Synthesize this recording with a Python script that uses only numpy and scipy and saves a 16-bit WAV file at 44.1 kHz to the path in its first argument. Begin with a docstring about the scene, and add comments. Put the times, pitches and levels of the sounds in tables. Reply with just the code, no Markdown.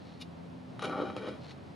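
"""A heavy plastic plant pot is turned by hand in its saucer on a concrete patio. Stick-slip friction gives
a short dry squeak; then the pot breaks loose, grinds over the grit, catches and shoves on once more,
each slip exciting the modes of pot, saucer and rim. Leaves and fingers brush the pot faintly.
Behind it are a low outdoor rumble and the hum of a distant motor; nearby walls reflect the close sounds."""
import sys
import numpy as np
from scipy import signal
from scipy.fft import rfft, irfft, next_fast_len
from scipy.io import wavfile
from scipy.ndimage import map_coordinates

SR = 44100
rng = np.random.default_rng(int(sys.argv[2]) if len(sys.argv) > 2 else 0)


def inscribe(sig):
    """Save sig as 16-bit PCM at rate SR to the path in sys.argv[1].

    A 1-D sig is mono; a 2-D sig holds one channel per row.
    Samples are clipped to [-1, 1] before scaling.
    """
    pcm = np.round(np.clip(np.atleast_2d(sig).T, -1, 1) * 32767)
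    wavfile.write(sys.argv[1], SR, pcm.astype(np.int16))


N = 77175

# Resonances of the filled pot, the saucer and the rim. Each row: frequency in Hz, bandwidth in Hz,
# relative level in dB, change in dB once the pot has shifted.
POT_MODES = [(187, 14, 5, -10), (203, 16, 0, 1), (240, 26, -1, -5), (293, 24, 2, 0), (335, 24, -3, 0),
             (360, 20, 2, 0), (395, 26, -4, 3), (439, 26, 0, 2), (503, 18, 0, 1), (544, 18, -1, 0),
             (585, 24, -4, 0), (625, 16, 1, -6), (785, 15, 6, -18), (850, 70, -6, -5)]
SAUCER_MODES = [(1168, 18, 3, -2), (1222, 44, -4, 0), (1276, 22, 0, 0), (1324, 22, 1, -2),
                (1397, 14, 5, -3), (1500, 80, -9, 3), (1761, 20, -12, 4), (1850, 140, -25, 14)]
RIM_MODES = [(1980, 90, -2, 3), (2300, 160, -2, 2), (2440, 100, 0, 0), (2850, 180, -2, -1),
             (3280, 200, -8, 1), (3720, 180, -5, 0), (3860, 100, 3, -5), (4400, 160, -7, 0),
             (5150, 80, -10, 0)]
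# Broadband responses of pot, saucer and grit. Each row: frequency in Hz, relative level in dB.
THUD_SPECTRUM = [(45, -44), (110, 5.5), (160, -17), (280, 7.5), (560, 7.5), (720, 3.5), (1000, -8.5),
                 (2000, -48), (8000, -100)]
RASP_SPECTRUM = [(350, -23), (650, 9), (820, 12.5), (1000, 8), (1250, 17.5), (1450, 6.5), (1700, 3),
                 (3000, -9.5), (9000, -110)]
GRIT_SPECTRUM = [(900, -11.5), (1800, 3.5), (2700, 8.5), (4300, 2.5), (5500, -4), (7000, -7.5), (8000, -20),
                 (9200, -9), (10500, -11.5), (13000, -41)]
def pot():
    """Forced vibration: friction and knocks drive the modes and broadband responses of the parts."""
    bass, *rub = sliding_friction()
    knock = catches()
    pot_force, saucer_force, grit_force = rub + knock
    pot_drive, saucer_drive, rim_drive = rub + amp(-18.5) * knock  # pressed down, a caught base rings less
    split_hz = 320
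    deep = shifting_modes(bass, [mode for mode in POT_MODES if mode[0] < split_hz])
    hollow = shifting_modes(pot_drive, [mode for mode in POT_MODES if mode[0] >= split_hz])
    thud = amp(-12.5) * through(pot_force, colour(THUD_SPECTRUM))
    saucer = amp(-1) * shifting_modes(saucer_drive, SAUCER_MODES)
    rasp = amp(-6) * through(saucer_force, colour(RASP_SPECTRUM))
    rim = amp(1.5) * shifting_modes(rim_drive, RIM_MODES)
    grit = amp(-4.5) * through(grit_force, colour(GRIT_SPECTRUM))
    return (place(deep + hollow + thud, left_db=1.5, wall_db=-12)
            + place(saucer + rasp, left_db=3.2, wall_db=-6)
            + place(rim + grit, left_db=0.4, wall_db=-4))


# Friction during the slide. Each row: time in seconds, then force level in dB on the pot's bass modes,
# on the rest of the pot, on the saucer, and on rim and grit.
SLIDE_FORCES = [(0.792, -60, -55, -50, -61), (0.815, -55, -45.5, -58, -53.5),
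                (0.823, -50, -38.5, -36.5, -52), (0.85, -49, -41, -38, -46),
                (0.868, -43.5, -39.5, -44, -51), (0.89, -37, -41, -40.5, -52.5),
                (0.933, -41.5, -40.5, -37.5, -55.5), (0.957, -31, -37, -41, -56.5),
                (0.99, -38.5, -36.5, -39, -54.5), (1.035, -42.5, -33.5, -42.5, -54),
                (1.062, -52, -42.5, -45.5, -58.5), (1.09, -37, -47.5, -43, -57.5),
                (1.112, -50, -50, -53, -60.5), (1.158, -51, -50, -58, -67), (1.175, -44.5, -46, -46, -48.5),
                (1.2, -50, -45.5, -52.5, -60), (1.255, -48, -42.5, -44.5, -54),
                (1.285, -39, -36.5, -48.5, -50.5), (1.305, -46, -49.5, -56.5, -56),
                (1.34, -55.5, -53, -56.5, -61.5), (1.385, -74, -77, -65, -68)]
def sliding_friction():
    """Friction on grit is a dense train of tiny slips. Returns four forces, from bass to treble."""
    t = np.arange(N) / SR
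    sliding = (t > SLIDE_FORCES[0][0]) & (t < SLIDE_FORCES[-1][0])
    coarse = slips(per_s=2200, spread_db=4) * sliding
    fine = slips(per_s=7000, spread_db=3) * sliding
    mixed = (coarse + fine) / np.sqrt(2)
    return np.array([coarse, coarse, coarse, mixed]) * amp(curves(SLIDE_FORCES))


# The base catches and lets go. Each row: start in seconds, force level on the saucer in dB,
# then the levels on the pot and on rim and grit, in dB relative to it.
CATCHES = [(0.7937, -35.5, -4, -7.5), (0.8215, -36, -21, -3), (0.8254, -32.5, 0, -5.5), (0.8405, -44, 3, 5),
           (0.8454, -39.5, 11.5, 3.5), (0.8539, -36, -4, 0), (0.8958, -42, 15.5, -5),
           (1.0009, -36.5, 12.5, -31), (1.021, -43, 25, -12), (1.035, -44.5, 24, -24),
           (1.1008, -33.5, 4, -26), (1.1647, -37, 14, -3.5), (1.2733, -42.5, 16, -8),
           (1.2873, -45.5, 15.5, -2)]
def catches():
    """Impulsive excitation: each catch knocks pot and saucer and sends a noise burst to rim and grit."""
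    rattle_s, averaging_s = 0.003, 0.0055  # a level is the knock's energy spread over averaging_s
    t = np.arange(N) / SR
    knock = np.zeros((3, N))
    for start_s, db, pot_db, rim_db in CATCHES:
        i = round(start_s * SR)
        push = amp(db) * np.sqrt(averaging_s * SR)
        crush = rng.standard_normal(N)[:N - i] * np.exp(-t[:N - i] / rattle_s)
        knock[0, i] += push * amp(pot_db)
        knock[1, i] += push
        knock[2, i:] += push * amp(rim_db) * crush / np.linalg.norm(crush)
    return knock


def shifting_modes(force, modes):
    """The contact point sets the balance of modes; it changes as the pot settles elsewhere on its base."""
    shift_s = (1.1, 1.16)
    shifted = np.interp(np.arange(N) / SR, shift_s, [0, 1])
    before = ring([(hz, width, db) for hz, width, db, change in modes])
    after = ring([(hz, width, db + change) for hz, width, db, change in modes])
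    return through(force * (1 - shifted), before) + through(force * shifted, after)


# The dry squeak. Each row: time of the peak in seconds, half-width in seconds, force level in dB.
SQUEAKS = [(0.219, 0.0065, -43)]
# Resonances of the squeaking spot. Each row: frequency in Hz, bandwidth in Hz, relative level in dB.
SQUEAK_MODES = [(2368, 110, -1), (2810, 120, -2), (2955, 120, -1), (3490, 150, -4), (3778, 160, 2),
                (4343, 150, -5), (4633, 120, -3), (5147, 130, -4)]
# The squeak's bright, sandy edge. Each row: frequency in Hz, relative level in dB.
SAND_SPECTRUM = [(2000, -12), (4500, 0), (6200, 3), (7200, -1), (8000, -15), (8900, -2), (10200, -2),
                 (11900, -9), (13200, -38)]
def squeak():
    """Stick-slip oscillation: the plastic grips and lets go almost periodically, over a fine rasp."""
    slip_hz = 783 * np.exp(0.26 * wobble(400))
    cycles = np.cumsum(slip_hz) / SR
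    releases = np.diff(np.floor(cycles), prepend=0)
    pulses = unit(releases * amp(1.5 * rng.standard_normal(N)))
    rasp = amp(-2) * rng.standard_normal(N)
    force = unit(pulses + rasp) * swells(SQUEAKS)
    response = ring(SQUEAK_MODES) + amp(-12) * colour(SAND_SPECTRUM)
    return place(through(force, response), left_db=2.0, wall_db=-13)


# Touches on the pot. Each row: time of the peak in seconds, half-width in seconds, force level in dB.
BRUSHES = [(0.088, 0.065, -62.5), (1.435, 0.00061, -54.5), (1.449, 0.023, -58), (1.503, 0.017, -58),
           (1.514, 0.0055, -56)]
# Response of the leaves. Each row: frequency in Hz, relative level in dB.
LEAF_SPECTRUM = [(1500, 6), (2500, 5), (3400, 5), (4300, 13), (4800, -1), (5300, 2.5), (7500, -13.5),
                 (10000, -17), (15000, -51)]
def brushes():
    """Shot noise: many tiny contacts of leaves and fingers merge into a soft crackle."""
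    force = slips(per_s=2500, spread_db=4.2) * swells(BRUSHES)
    return place(through(force, colour(LEAF_SPECTRUM)), left_db=2.5, wall_db=-10.5)


# Outdoor rumble and thin hiss. Each row: frequency in Hz, relative level in dB.
AIR_SPECTRUM = [(45, -20), (68, -12.5), (85, -9), (120, 0), (200, -3), (290, -6.5), (400, -12.5),
                (600, -12.5), (900, -17), (1500, -25.5), (2500, -28.5), (4400, -32.5), (7500, -46),
                (10000, -48), (15000, -66.5)]
# Its stereo width. Each row: frequency in Hz, level of the side signal over the mid signal in dB.
AIR_WIDTH = [(100, -9.5), (300, 0), (1000, 0.5), (8000, -18.5)]
# Its slow course. Each row: time in seconds, level of the mid signal in dB.
AIR_LEVEL = [(0, -50), (0.4, -49.5), (0.8, -49.5), (1.4, -49), (1.75, -50)]
def outdoors():
    """Partly coherent noise: the channels are much alike in bass and treble, unrelated in the midrange."""
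    response = colour(AIR_SPECTRUM)
    noises = rng.standard_normal((2, N + len(response)))
    mid, side = (unit(signal.fftconvolve(noise, response, "valid")[:N]) for noise in noises)
    width_db = np.interp(np.fft.rfftfreq(N, 1 / SR), *np.transpose(AIR_WIDTH))
    side = irfft(rfft(side) * amp(width_db), N)
    level_db, = curves(AIR_LEVEL)
    return np.array([mid + side, mid - side]) * amp(level_db + 1.28 * wobble(7.93))


# Swell of the motor's overtones. Each row: time in seconds, common level in dB.
OVERTONE_LEVEL = [(0, -87), (0.15, -51.5), (0.48, -49), (0.75, -50.5), (0.95, -49), (1.3, -69), (1.75, -87)]
# The overtones. Each row: multiple of the fundamental, level in dB relative to the common level.
OVERTONES = [(2, -2.5), (3, -4.5)]
def motor():
    """Harmonic series: a distant motor hums on a wavering fundamental while its overtones swell and fade."""
    hum_hz, drift, waver_db = 85, 0.005, 1.3
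    phase = 2 * np.pi * np.cumsum(hum_hz * (1 + drift * wobble(13.7))) / SR
    level_db, = curves(OVERTONE_LEVEL)
    overtones = sum(amp(level_db + db + waver_db * wobble(17.0)) * np.sin(k * phase)
                    for k, db in OVERTONES)
    fundamental = amp(-60.5 + waver_db * wobble(7.9)) * np.sin(phase)
    return np.sqrt(2) * (overtones + fundamental) * amp([[.4], [-.4]])


# Reverberation of the nearby walls. Each row: frequency in Hz, time to decay by 60 dB in seconds.
WALL_DECAY = [(150, 0.5), (1000, 0.16), (4000, 0.11), (12000, 0.47)]
def place(x, left_db, wall_db):
    """Diffuse reflection adds a separate tail to each channel; a level difference sets the direction."""
    hz, t, noise = signal.stft(rng.standard_normal((2, SR // 3)), SR, nperseg=256)
    t60 = np.interp(hz, *np.transpose(WALL_DECAY))
    tails = signal.istft(noise * amp(-60 * t / t60[:, None]), SR, nperseg=256)[1]
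    delay_samples = 130
    wet = np.array([through(x, np.pad(h / np.linalg.norm(h), (delay_samples, 0))) for h in tails])
    pan = amp([[left_db / 2], [-left_db / 2]])
    return (x + amp(wall_db) * wet) * pan / np.sqrt(1 + amp(2 * wall_db))


def slips(per_s, spread_db):
    """A Poisson process of tiny impacts of uneven size, at rms 1."""
    chance, size, sign = rng.random(N), rng.standard_normal(N), rng.choice([-1, 1], N)
    return unit((chance < per_s / SR) * sign * amp(spread_db * np.clip(size, -2, 2)))


def ring(modes, size=8192):
    """Modal superposition: damped sines with softened onsets sum to an impulse response of energy 1."""
    t = np.arange(size) / SR
    h = sum((-1) ** k * amp(db) * width * np.exp(-np.pi * width * t)
            * np.sin(2 * np.pi * hz * t) * (1 - np.exp(-2 * np.pi * hz * t))
            for k, (hz, width, db) in enumerate(modes))
    return h / np.linalg.norm(h)


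def colour(spectrum, size=8192):
    """Minimum-phase impulse response of energy 1 with the given spectrum."""
    hz, db = np.transpose(spectrum)
    log_hz = np.log(np.fft.rfftfreq(size, 1 / SR) + 1)
    cepstrum = irfft(np.log(amp(np.interp(log_hz, np.log(hz), db))))
    cepstrum[1:size // 2] *= 2  # folding onto positive time makes the response causal
    cepstrum[size // 2 + 1:] = 0
    h = irfft(np.exp(rfft(cepstrum)))
    return h / np.linalg.norm(h)


def through(force, response):
    """A linear system convolves its input with its impulse response."""
    return signal.fftconvolve(force, response)[:N]


def swells(rows):
    """An envelope of brief rises and falls, one hyperbolic secant a row."""
    t = np.arange(N) / SR
    return sum(amp(db) / np.cosh(np.clip((t - peak_s) / half_s, -20, 20)) for peak_s, half_s, db in rows)


def curves(rows):
    """Linear interpolation: one value per sample for each column after the time."""
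    times, *columns = np.transpose(rows)
    return [np.interp(np.arange(N) / SR, times, column) for column in columns]


def wobble(knots_per_s):
    """A smooth spline through random knots."""
    return map_coordinates(rng.standard_normal(200), [np.arange(N) * knots_per_s / SR], mode="mirror")


def amp(db):
    """Decibels to gain."""
    return 10 ** (np.asarray(db) / 20)


def unit(x):
    """Scale to rms 1."""
    return x / np.sqrt(np.mean(x ** 2) + 1e-20)


def scene():
    """Superposition: the pressures of all sources on the patio add."""
    return pot() + squeak() + brushes() + outdoors() + motor()


def record(dry):
    """Band limiting: a shelf lowers the deep bass and a sharp cutoff removes the highest treble."""
    top_hz = 15350
    size = next_fast_len(N + SR // 2)
    hz = np.fft.rfftfreq(size, 1 / SR)
    low_shelf = amp(np.interp(hz, [55, 70, 80], [-9, -9, 0]))
    return irfft(rfft(dry, size) * low_shelf * (hz < top_hz), size)[:, :N]


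dry = scene()
out = record(dry)
inscribe(out)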